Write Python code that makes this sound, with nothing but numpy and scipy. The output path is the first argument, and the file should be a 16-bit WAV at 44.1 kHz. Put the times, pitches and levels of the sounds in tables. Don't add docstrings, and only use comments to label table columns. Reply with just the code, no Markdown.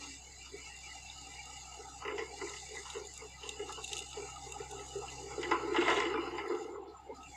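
import sys
import numpy as np
from scipy import signal
from scipy.fft import rfft, irfft
from scipy.io import wavfile
from scipy.ndimage import uniform_filter1d

SR = 44100
rng = np.random.default_rng(int(sys.argv[2]) if len(sys.argv) > 2 else 0)


def unload_wav(signal):
    wavfile.write(
        sys.argv[1],
        SR,
        np.round(np.clip(np.atleast_2d(signal).T, -1, 1) * 32767).astype(np.int16),
    )


N = 324576

# time_s, firing_tone_db, octave_db
EXHAUST = [(0.0, -61, -74), (1.52, -60, -69), (3.2, -60.5, -70), (5.06, -57.5, -59.5), (6.39, -59.5, -65),
           (6.5, -70, -75), (7.03, -65, -94), (7.32, -62, -69), (7.36, -64, -91)]
# time_s, firing_rate_hz
FIRING_RATE = [(0, 64), (1.4, 63.8), (1.9, 64.1), (2.3, 64.7), (3.2, 65.2), (3.7, 64.2), (4.6, 64.7),
               (6.3, 64.7), (6.6, 67.5), (7, 67.5), (7.36, 65.5)]
# multiple_of_firing_rate, level_db (re firing tone)
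EXHAUST_ORDERS = [(0.496, -17), (1.502, -33), (2.502, -15.5), (4.251, -6.5), (4.5, -7.5)]

# start_s, boom_db, clang_db, rasp_db, ring_db, t60_s
KNOCKS = [(0.008, -49.5, -46.5, -57, -65, 0.35), (0.46, -63, -49, -60, -51, 0.25),
          (0.532, -32.5, -77, -75, -78, 0.052), (1.789, -42, -80, -78, -90, 0.16),
          (2.02, -60, -39, -65, -72, 0.3), (2.05, -32, -39, -42, -48, 0.15),
          (2.078, -33.5, -35, -36.5, -48.5, 0.23), (2.111, -31, -41.5, -46, -49.5, 0.24),
          (2.18, -37, -35, -42, -41, 0.13), (2.191, -34, -42, -42.5, -46, 0.48),
          (2.413, -31, -38, -46.5, -49, 0.15), (2.466, -41.5, -43, -48, -73, 0.38),
          (2.535, -61, -69, -46, -47, 0.12), (2.564, -61, -68, -51, -46.5, 0.19),
          (2.707, -40, -64, -53, -71, 0.45), (2.746, -40.5, -49.5, -54, -75, 0.25),
          (2.767, -63, -52, -41, -60, 0.2), (2.853, -63, -43, -53, -49, 0.41),
          (2.948, -34, -43, -51.5, -50, 0.35), (3.217, -38.5, -43, -61, -74, 0.15),
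          (3.432, -41.5, -48, -49, -48.5, 0.58), (3.591, -33.5, -60, -50.5, -53.5, 0.38),
          (3.692, -45.5, -37, -44, -57, 0.13), (3.775, -36.5, -38.5, -68, -68, 0.14),
          (3.914, -38.5, -65, -51, -50, 0.44), (4.168, -35, -46, -49, -49.5, 0.31),
          (4.462, -41, -57, -54.5, -69, 0.61), (4.599, -33, -57, -49, -68, 0.083),
          (4.704, -38.5, -54, -78, -75, 0.45), (4.793, -38, -48, -51, -52, 0.33),
          (4.951, -34.5, -78, -62, -69, 0.3), (5.022, -42.5, -47, -59, -71, 0.69),
          (5.079, -66, -60, -51.5, -46, 0.19), (5.202, -38.5, -55, -62, -62, 0.84),
          (5.306, -41, -44, -59, -56, 0.68), (5.379, -27.5, -43, -63, -64, 0.093),
          (5.429, -47, -44, -33, -38.5, 0.18), (5.512, -28.5, -24, -34, -38, 0.29),
          (5.633, -30.5, -48, -60, -66, 0.3), (5.744, -36, -31, -35, -48, 0.35),
          (5.762, -45, -26, -36, -36.5, 0.18), (5.78, -23.5, -51, -44, -52, 0.071),
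          (5.81, -44, -51, -48, -36, 0.13), (5.88, -27.5, -22.5, -32, -40, 0.27),
          (5.899, -49, -29, -30.5, -34, 0.24), (5.973, -29, -33, -50, -48, 0.22),
          (6.002, -37, -28, -33.5, -33.5, 0.071), (6.042, -38, -39, -51, -46.5, 0.3),
          (6.14, -26, -27.5, -46, -47, 0.15), (6.172, -27.5, -33, -44, -60, 0.11),
          (6.227, -30.5, -71, -70, -72, 0.22), (6.261, -45, -37, -48, -50.5, 0.13),
          (6.381, -74, -35, -40, -45, 0.26), (6.459, -38, -49, -43, -70, 0.21),
          (6.496, -27.5, -35, -48, -68, 0.4), (6.547, -32.5, -38.5, -48, -48.5, 0.11),
          (6.745, -34, -40, -59, -68, 0.21), (6.855, -39, -58, -59, -65, 0.14),
          (7.09, -35.5, -64, -60, -72, 0.13)]
# time_s, boom_db, clang_db, rasp_db, ring_db, scrape_db
GRIND = [(5.3, -34.5, -48, -53, -57, -66), (5.612, -40, -41, -59, -50, -83),
         (5.73, -41, -44.5, -52, -83, -74), (5.77, -40, -39, -43, -45, -50),
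         (5.87, -36.5, -32.5, -38.5, -42, -46.5), (5.966, -39, -36, -39, -41.5, -44.5),
         (6.07, -38, -40.5, -43.5, -46.5, -57), (6.166, -48.5, -44.5, -55.5, -53, -75),
         (6.416, -45, -48, -54, -56, -80), (6.676, -45, -54.5, -60.5, -77, -81),
         (6.866, -51.5, -55.5, -78, -84, -77), (6.96, -61, -66, -70, -78, -80),
         (7.1, -46, -63, -72, -80, -80)]
# pitch_hz, width_hz, level_db
STEEL_MODES = [(279, 40.4, -20), (349.98, 30, -4.5), (431.3, 67, 4), (398.6, 40, 17.5), (448.6, 59, 13),
               (810, 355, -13), (857, 267, -1), (843.5, 89, 1.5), (1018, 48, 0.5), (1115, 26, -4.5),
               (1238, 38, -13.5), (1320, 8.2, 3), (1301, 203, -4), (1693, 46, -1), (1750, 31, -4),
               (2033, 166, 4.5), (2150, 8.2, 6.5), (2290, 160, -9.5), (2736, 333, -4), (2944, 234, -0.5),
               (3356, 87, -9), (3600, 610, -17.5), (3970, 140, -18.5), (4910, 600, -12.5),
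               (6540, 1550, -22)]
STEEL_EDGES = [350, 600, 1550, 2450, 3200, 4500]
STRIKE_DB = [24, 17, 13, 13]

# pitch_hz, width_hz, level_db
MACHINE_MODES = [(805, 83, 4.5), (1120, 40, -11), (1291, 64, 6.5), (1468, 18, 1.5), (1898, 58, -10.5),
                 (2016, 35, -2), (2190, 60, -5.5), (2331, 54, -3), (2715, 64, -9.5), (2809, 35, -8),
                 (2910, 48, -10.5), (3563, 65, -8.5), (4058, 69, -6), (4620, 1050, -8), (5000, 590, -7.5),
                 (5834, 620, -7), (6440, 660, -1.5), (6900, 350, -3.5), (7490, 700, -2), (8280, 550, -9.5)]
MACHINE_EDGES = [950, 1600, 2450, 3200, 5450]
# time_s, level_db
DRONE = [(0.0, -71), (0.33, -70), (0.7, -60), (1.95, -54), (2.97, -60), (4.45, -52), (5.23, -55),
         (5.86, -49.5), (7.09, -57.5), (7.36, -59.5)]
# time_s, whirr_db, whine_db
WHIRR = [
    [(0.0, -60, -59), (0.48, -61.5, -61), (0.77, -53.5, -55), (1.21, -63.5, -57.5), (1.41, -55.5, -55.5),
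     (1.83, -66, -62.5), (2.26, -60.5, -58.5), (3.11, -60, -63.5), (3.95, -68, -52.5), (4.29, -57.5, -58.5),
     (4.93, -74, -59.5), (5.35, -54.5, -65)],
    [(6.2, -51.5, -59), (6.498, -72, -67.5), (6.66, -75, -57.5), (6.72, -76, -86), (6.934, -71, -67),
     (7.134, -80, -93), (7.22, -62, -80), (7.24, -62, -56), (7.36, -66, -78)],
]
# time_s, upper_hiss_db, lower_hiss_db
HISS = [(0.1, -49.5, -53), (0.22, -52, -55.5), (1.15, -51, -54), (2.02, -51.5, -56), (2.06, -55.5, -59),
        (2.46, -49, -53), (3.38, -52.5, -56), (3.88, -50, -53.5), (4.69, -51, -56.5), (5.15, -50, -54),
        (5.72, -53.5, -55), (5.96, -48, -52.5), (6.15, -56, -55), (6.27, -55, -55), (6.45, -56, -58.5),
        (6.49, -56.5, -54.5), (6.62, -53, -57.5), (6.72, -59.5, -59.5), (6.77, -71, -68), (6.865, -72, -74),
        (6.88, -72, -54), (6.95, -63, -64), (7.14, -67, -64), (7.15, -55, -56.5), (7.21, -56.5, -58),
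        (7.29, -53.5, -57), (7.31, -52.5, -54), (7.36, -51.5, -56)]
# pitch_hz, width_hz, depth_db
GAPS = [(610, 60, -8), (2490, 80, -4), (3170, 110, -5), (5390, 130, -8), (6150, 150, -5), (9250, 200, -4)]

# start_s, peak_db, upper_resonances_db (re lower)
SNAPS = [(1.099, -39.5, -39), (2.901, -38.5, -3), (3.071, -66.5, 23.5), (3.1373, -56.5, 14),
         (3.177, -60, 19.5), (3.491, -34, 0), (3.6883, -43, -5), (3.7243, -35.5, -3), (3.8408, -43, 5),
         (3.845, -37, -1), (3.877, -41, 0), (3.892, -41, -4), (3.918, -44, -9), (3.931, -29.5, -2),
         (3.967, -39, 0), (3.973, -39, -10), (3.98, -42.5, 6), (3.99, -38.5, 3.5), (4.004, -46, 2),
         (4.13, -38, -14), (4.522, -46.5, 9.5), (4.7114, -42, 5), (6.48, -60.5, 16), (7.23, -48, -15)]
# pitch_hz, width_hz, level_db
FROND_MODES = [(2795, 270, 4.5), (3702, 330, 7), (5270, 710, -8), (6850, 930, 2), (8900, 2600, -14)]
# time_s, level_db
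RUSTLE = [(2.31, -78), (2.35, -58.5), (2.6, -75), (2.92, -58), (3.02, -77)]
# start_s, length_s, from_hz, to_hz, level_db
GLIDES = [(6.956, 0.016, 1107, 1020, -49), (6.985, 0.036, 870, 785, -53.5), (7.088, 0.026, 573, 490, -47.5),
          (7.095, 0.045, 773, 1047, -48.5), (7.096, 0.036, 2130, 2110, -59),
          (7.114, 0.035, 285, 265, -51.5), (7.176, 0.03, 282, 265, -52), (7.152, 0.14, 1230, 1310, -57),
          (7.328, 0.056, 2300, 2070, -54)]
# (per Hz, relative)
AIR_SPECTRUM = [(20, -36), (45, -26.5), (110, -12), (170, -18.5), (230, -19), (330, -9.5), (600, -6.5),
                (1500, -14), (3200, -15), (4100, -20.5), (4500, -26), (9000, -52), (10000, -58),
                (15600, -46)]

BUZZ_DB = -5.5
SCRAPE_DB, CRACK_DB = -12, -9
TICK_DB, TICK_S = -3, 0.008
SHOVE_S, SOFTER = 0.36, 0.13
SPOT_DB, SPOTS_PER_S = 2.2, 5
RUMBLE_DB = 1.5
NARROW_HZ = 150
WAVER, WAVERS_PER_S = .009, 9
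CHIRP_DB, CHIRPS_PER_S = 3, 24
SIZZLE_HZ, SIZZLE_WIDTH_HZ, SIZZLE_DB = 7200, 170, -66
SNAP_RISE_S, SNAP_T60_S = .0005, .022
CLICK_DB = 12
GLIDE_ROUGH = 0.02
AIR_DB = -52
FIZZ_HZ, FIZZ_FOLLOWS = 8800, .4
EDGE_HZ = 15550


def amp(db):
    return 10 ** (np.asarray(db) / 20)


def evened(x):
    return x / np.sqrt(np.mean(x ** 2) + 1e-20)


def curves(rows):
    time_s, *columns = np.transpose(rows)
    return np.array([np.interp(np.arange(N) / SR, time_s, c) for c in columns])


def flicker(per_s):
    steps = rng.standard_normal(N // 256 + 1)
    band = np.clip(np.array([.3, 1]) * per_s * 512 / SR, .001, .9)
    b, a = signal.butter(1, band, "bandpass")
    steps = evened(signal.filtfilt(b, a, steps))
    return np.interp(np.arange(N) / 256, np.arange(len(steps)), steps)


def ring(x, modes):
    longest_s = 3 / min(width for _, width, _ in modes)
    t = np.arange(min(3072, int(longest_s * SR))) / SR
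    response = 0
    for k, (hz, width, db) in enumerate(modes):
        decay = width ** 2 * t * np.exp(-4.9 * width * t)
        response = response + (-1) ** k * amp(db) * decay * np.sin(2 * np.pi * hz * t)
    return signal.oaconvolve(x, response / np.linalg.norm(response))[:N]


def grouped(modes, edges_hz):
    return [[m for m in modes if np.searchsorted(edges_hz, m[0]) == k] for k in range(len(edges_hz) + 1)]


def engine():
    firing_db, octave_db = curves(EXHAUST)
    phase = 2 * np.pi * np.cumsum(curves(FIRING_RATE)[0]) / SR
    out = amp(firing_db + 0.28 * flicker(10)) * np.sin(phase)
    out += amp(octave_db + 2.2 * flicker(14)) * np.sin(2 * phase)
    for multiple, db in EXHAUST_ORDERS:
        level = amp(firing_db + db + 2.0 * flicker(4.7))
        out += level * np.sin(multiple * phase + 2 * np.pi * rng.random())
    return np.sqrt(2) * out


def grinding():
    drive = np.zeros((7, N))
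    boom_db, *upper_db = curves(GRIND)
    fade_s = [GRIND[0][0], GRIND[1][0], GRIND[-2][0], GRIND[-1][0]]
    inside = np.interp(np.arange(N) / SR, fade_s, [0, 1, 1, 0])
    grit = evened(amp(3.4 * np.tanh(flicker(31))))
    drive[:6] = inside * grit * amp([boom_db - 3.0, boom_db - 2.5, *upper_db])
    drive[3:6] *= evened(amp(2.2 * flicker(82)))
    return drive


def plates(x, modes):
    share = np.array([amp(db) * np.sqrt(width) for _, width, db in modes])
    share /= np.linalg.norm(share)
    out = 0
    for k, (hz, width, _) in enumerate(modes):
        spot = evened(amp(SPOT_DB * flicker(SPOTS_PER_S)))
        out = out + (-1) ** k * share[k] * spot * ring(x, [(hz, width, 0)])
    return out


def steel():
    drive, strikes = grinding(), np.zeros((7, N))
    t = np.arange(SR // 3) / SR
    shorter = np.array([[1.1], [1.01], [.8], [.6], [.6], [.4], [.3]])
    rise_s = np.array([[.005], [.004], [.002], [.0012], [.001], [.001], [.0008]])
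    for s, boom, clang, rasp, bright, t60 in KNOCKS:
        at = max(round(s * SR) - 40, 0)
        deep = boom - 3.5 + 1.65 * (boom + 30)
        levels_db = np.array([deep - 9, boom - 9, clang - 3, rasp - 3, bright - 3,
                              bright + SCRAPE_DB, bright + CRACK_DB])
        fade_db = -60 * (t / (max(t60, .01) * shorter)) ** 1.213
        slower = 1 + SOFTER * max(t60 / SHOVE_S - 1, 0)
        knock = amp(levels_db[:, None] + fade_db) * np.minimum(t / (rise_s * slower), 1)
        strikes[1:5, at + 40] += amp(STRIKE_DB) * knock[1:5].max(axis=1)
        knock[2:] *= 1 + amp(TICK_DB) * np.exp(-t / TICK_S)
        part = drive[:, at:at + len(t)]
        part[:] = np.hypot(part, knock[:, :N - at])
    drive[:2] *= evened(amp(RUMBLE_DB * np.tanh(flicker(39))))
    bands = zip(drive, strikes, grouped(STEEL_MODES, STEEL_EDGES))
    return sum(plates(level * rng.standard_normal(N) + push, modes) for level, push, modes in bands)


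def wavering(x, width_hz):
    if width_hz > NARROW_HZ:
        return x
    at = np.arange(N)
    return np.interp(at + np.cumsum(WAVER * flicker(WAVERS_PER_S)), at, x)


def machine():
    drone_db = curves(DRONE)[0]
    upper_hiss_db, lower_hiss_db = curves(HISS)
    whirr_db, whine_db = curves(WHIRR[0] + WHIRR[1])
    levels_db = [drone_db, drone_db + BUZZ_DB, whirr_db, whine_db, lower_hiss_db, upper_hiss_db]
    depths_db = [1.1, 4.3, 8, 9, 0.79, 0.8]
    rattle = amp(1.3 * flicker(70))
    out = 0
    for level_db, modes, depth_db in zip(levels_db, grouped(MACHINE_MODES, MACHINE_EDGES), depths_db):
        band = 0
        for hz, width, db in modes:
            swell_db = db + depth_db * np.tanh(1.63 * flicker(6.94))
            if width < NARROW_HZ:
                swell_db = swell_db + CHIRP_DB * flicker(CHIRPS_PER_S)
            tone = wavering(ring(rattle * rng.standard_normal(N), [(hz, width, 0)]), width)
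            band = band + amp(swell_db) * np.sqrt(width) * tone
        out = out + amp(level_db) * evened(band)
    sizzle = ring(rng.standard_normal(N), [(SIZZLE_HZ, SIZZLE_WIDTH_HZ, 0)])
    return out + amp(SIZZLE_DB + 5.0 * np.tanh(2.7 * flicker(11))) * sizzle


def fronds():
    drive, clicks = np.zeros((2, 2, N))
    t = np.arange(1200) / SR
    crack = np.minimum(t / SNAP_RISE_S, 1) * amp(-60 * t / SNAP_T60_S)
    for s, db, upper_db in SNAPS:
        at = round(s * SR)
        drive[:, at:at + len(t)] += (amp([[db], [db + upper_db]]) * crack)[:, :N - at]
        clicks[:, at + 20] = amp([db + CLICK_DB, db + upper_db + CLICK_DB])
    small_db = curves(HISS)[0] - 8 + 3.1 * np.minimum(rng.exponential(1, N), 1.8)
    small = amp(small_db) * (rng.random(N) < 90 / SR)
    drive += signal.oaconvolve(small, amp(-60 * t / .02))[:N]
    bands = zip(drive, clicks, (FROND_MODES[:3], FROND_MODES[3:]))
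    return sum(ring(level * rng.standard_normal(N) + click, modes) for level, click, modes in bands)


def rustle():
    sos = signal.butter(5, (3300, 8300), "bandpass", fs=SR, output="sos")
    s = np.arange(N) / SR
    inside = (s > RUSTLE[0][0]) & (s < RUSTLE[-1][0])
    hiss = evened(signal.sosfilt(sos, rng.standard_normal(N)))
    return inside * amp(curves(RUSTLE)[0] + 2 * flicker(60)) * hiss


def glides():
    out = np.zeros(N)
    for s, length_s, from_hz, to_hz, db in GLIDES:
        u = np.linspace(0, 1, round(length_s * SR))
        tremble = evened(uniform_filter1d(rng.standard_normal(8000), size=90))[:len(u)]
        hz = (from_hz + (to_hz - from_hz) * u) * (1 + GLIDE_ROUGH * tremble)
        envelope = amp(db) * np.sqrt(2) * np.sin(np.pi * u)
        tone = envelope * np.sin(2 * np.pi * np.cumsum(hz) / SR)
        part = out[round(s * SR):][:len(u)]
        part += tone[:len(part)]
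    return out


def air():
    hz, db = np.transpose(AIR_SPECTRUM)
    f = np.fft.rfftfreq(N, 1 / SR)
    shape_db = np.interp(np.log(f + 1), np.log(hz + 1), db)
    spectrum = rfft(rng.standard_normal(N)) * amp(shape_db)
    low, fizz = irfft(spectrum * (f < FIZZ_HZ), N), irfft(spectrum * (f >= FIZZ_HZ), N)
    load_db = uniform_filter1d(curves(EXHAUST)[0], SR // 4)
    hiss_db = uniform_filter1d(curves(HISS)[0], SR // 2)
    low_gain = amp(0.18 * (load_db - load_db.mean()))
    fizz_gain = amp(FIZZ_FOLLOWS * (hiss_db - hiss_db.mean()))
    return amp(AIR_DB) / low.std() * (low_gain * low + fizz_gain * fizz)


def gapped(x):
    f = np.fft.rfftfreq(N, 1 / SR)
    cut_db = sum(db * np.exp(-((f - hz) / width) ** 2) for hz, width, db in GAPS)
    return irfft(rfft(x) * amp(cut_db), N)


def scene():
    steady = gapped(machine() + air())
    return (engine() + steel() + steady + fronds() + rustle() + glides())[None]


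def record(dry):
    hz, _, z = signal.stft(dry[0], SR, nperseg=1024, noverlap=768)
    power = uniform_filter1d(abs(z) ** 2, size=3, axis=0)
    power = uniform_filter1d(power, size=11, axis=1)
    quiet = uniform_filter1d(np.percentile(power, 20, axis=1), size=45)[:, None]
    gain = np.maximum(1 - .8 * quiet / (power + 1e-20), amp(-15))
    gain[(hz < 250) | (hz > 10200)] = 1
    clean = signal.istft(z * gain, SR, nperseg=1024, noverlap=768)[1][None, :N]
    lowpass = signal.firwin(1023, EDGE_HZ, window=("kaiser", 9), fs=SR)
    return signal.oaconvolve(clean, lowpass[None], "same")


dry = scene()
out = record(dry)
unload_wav(out)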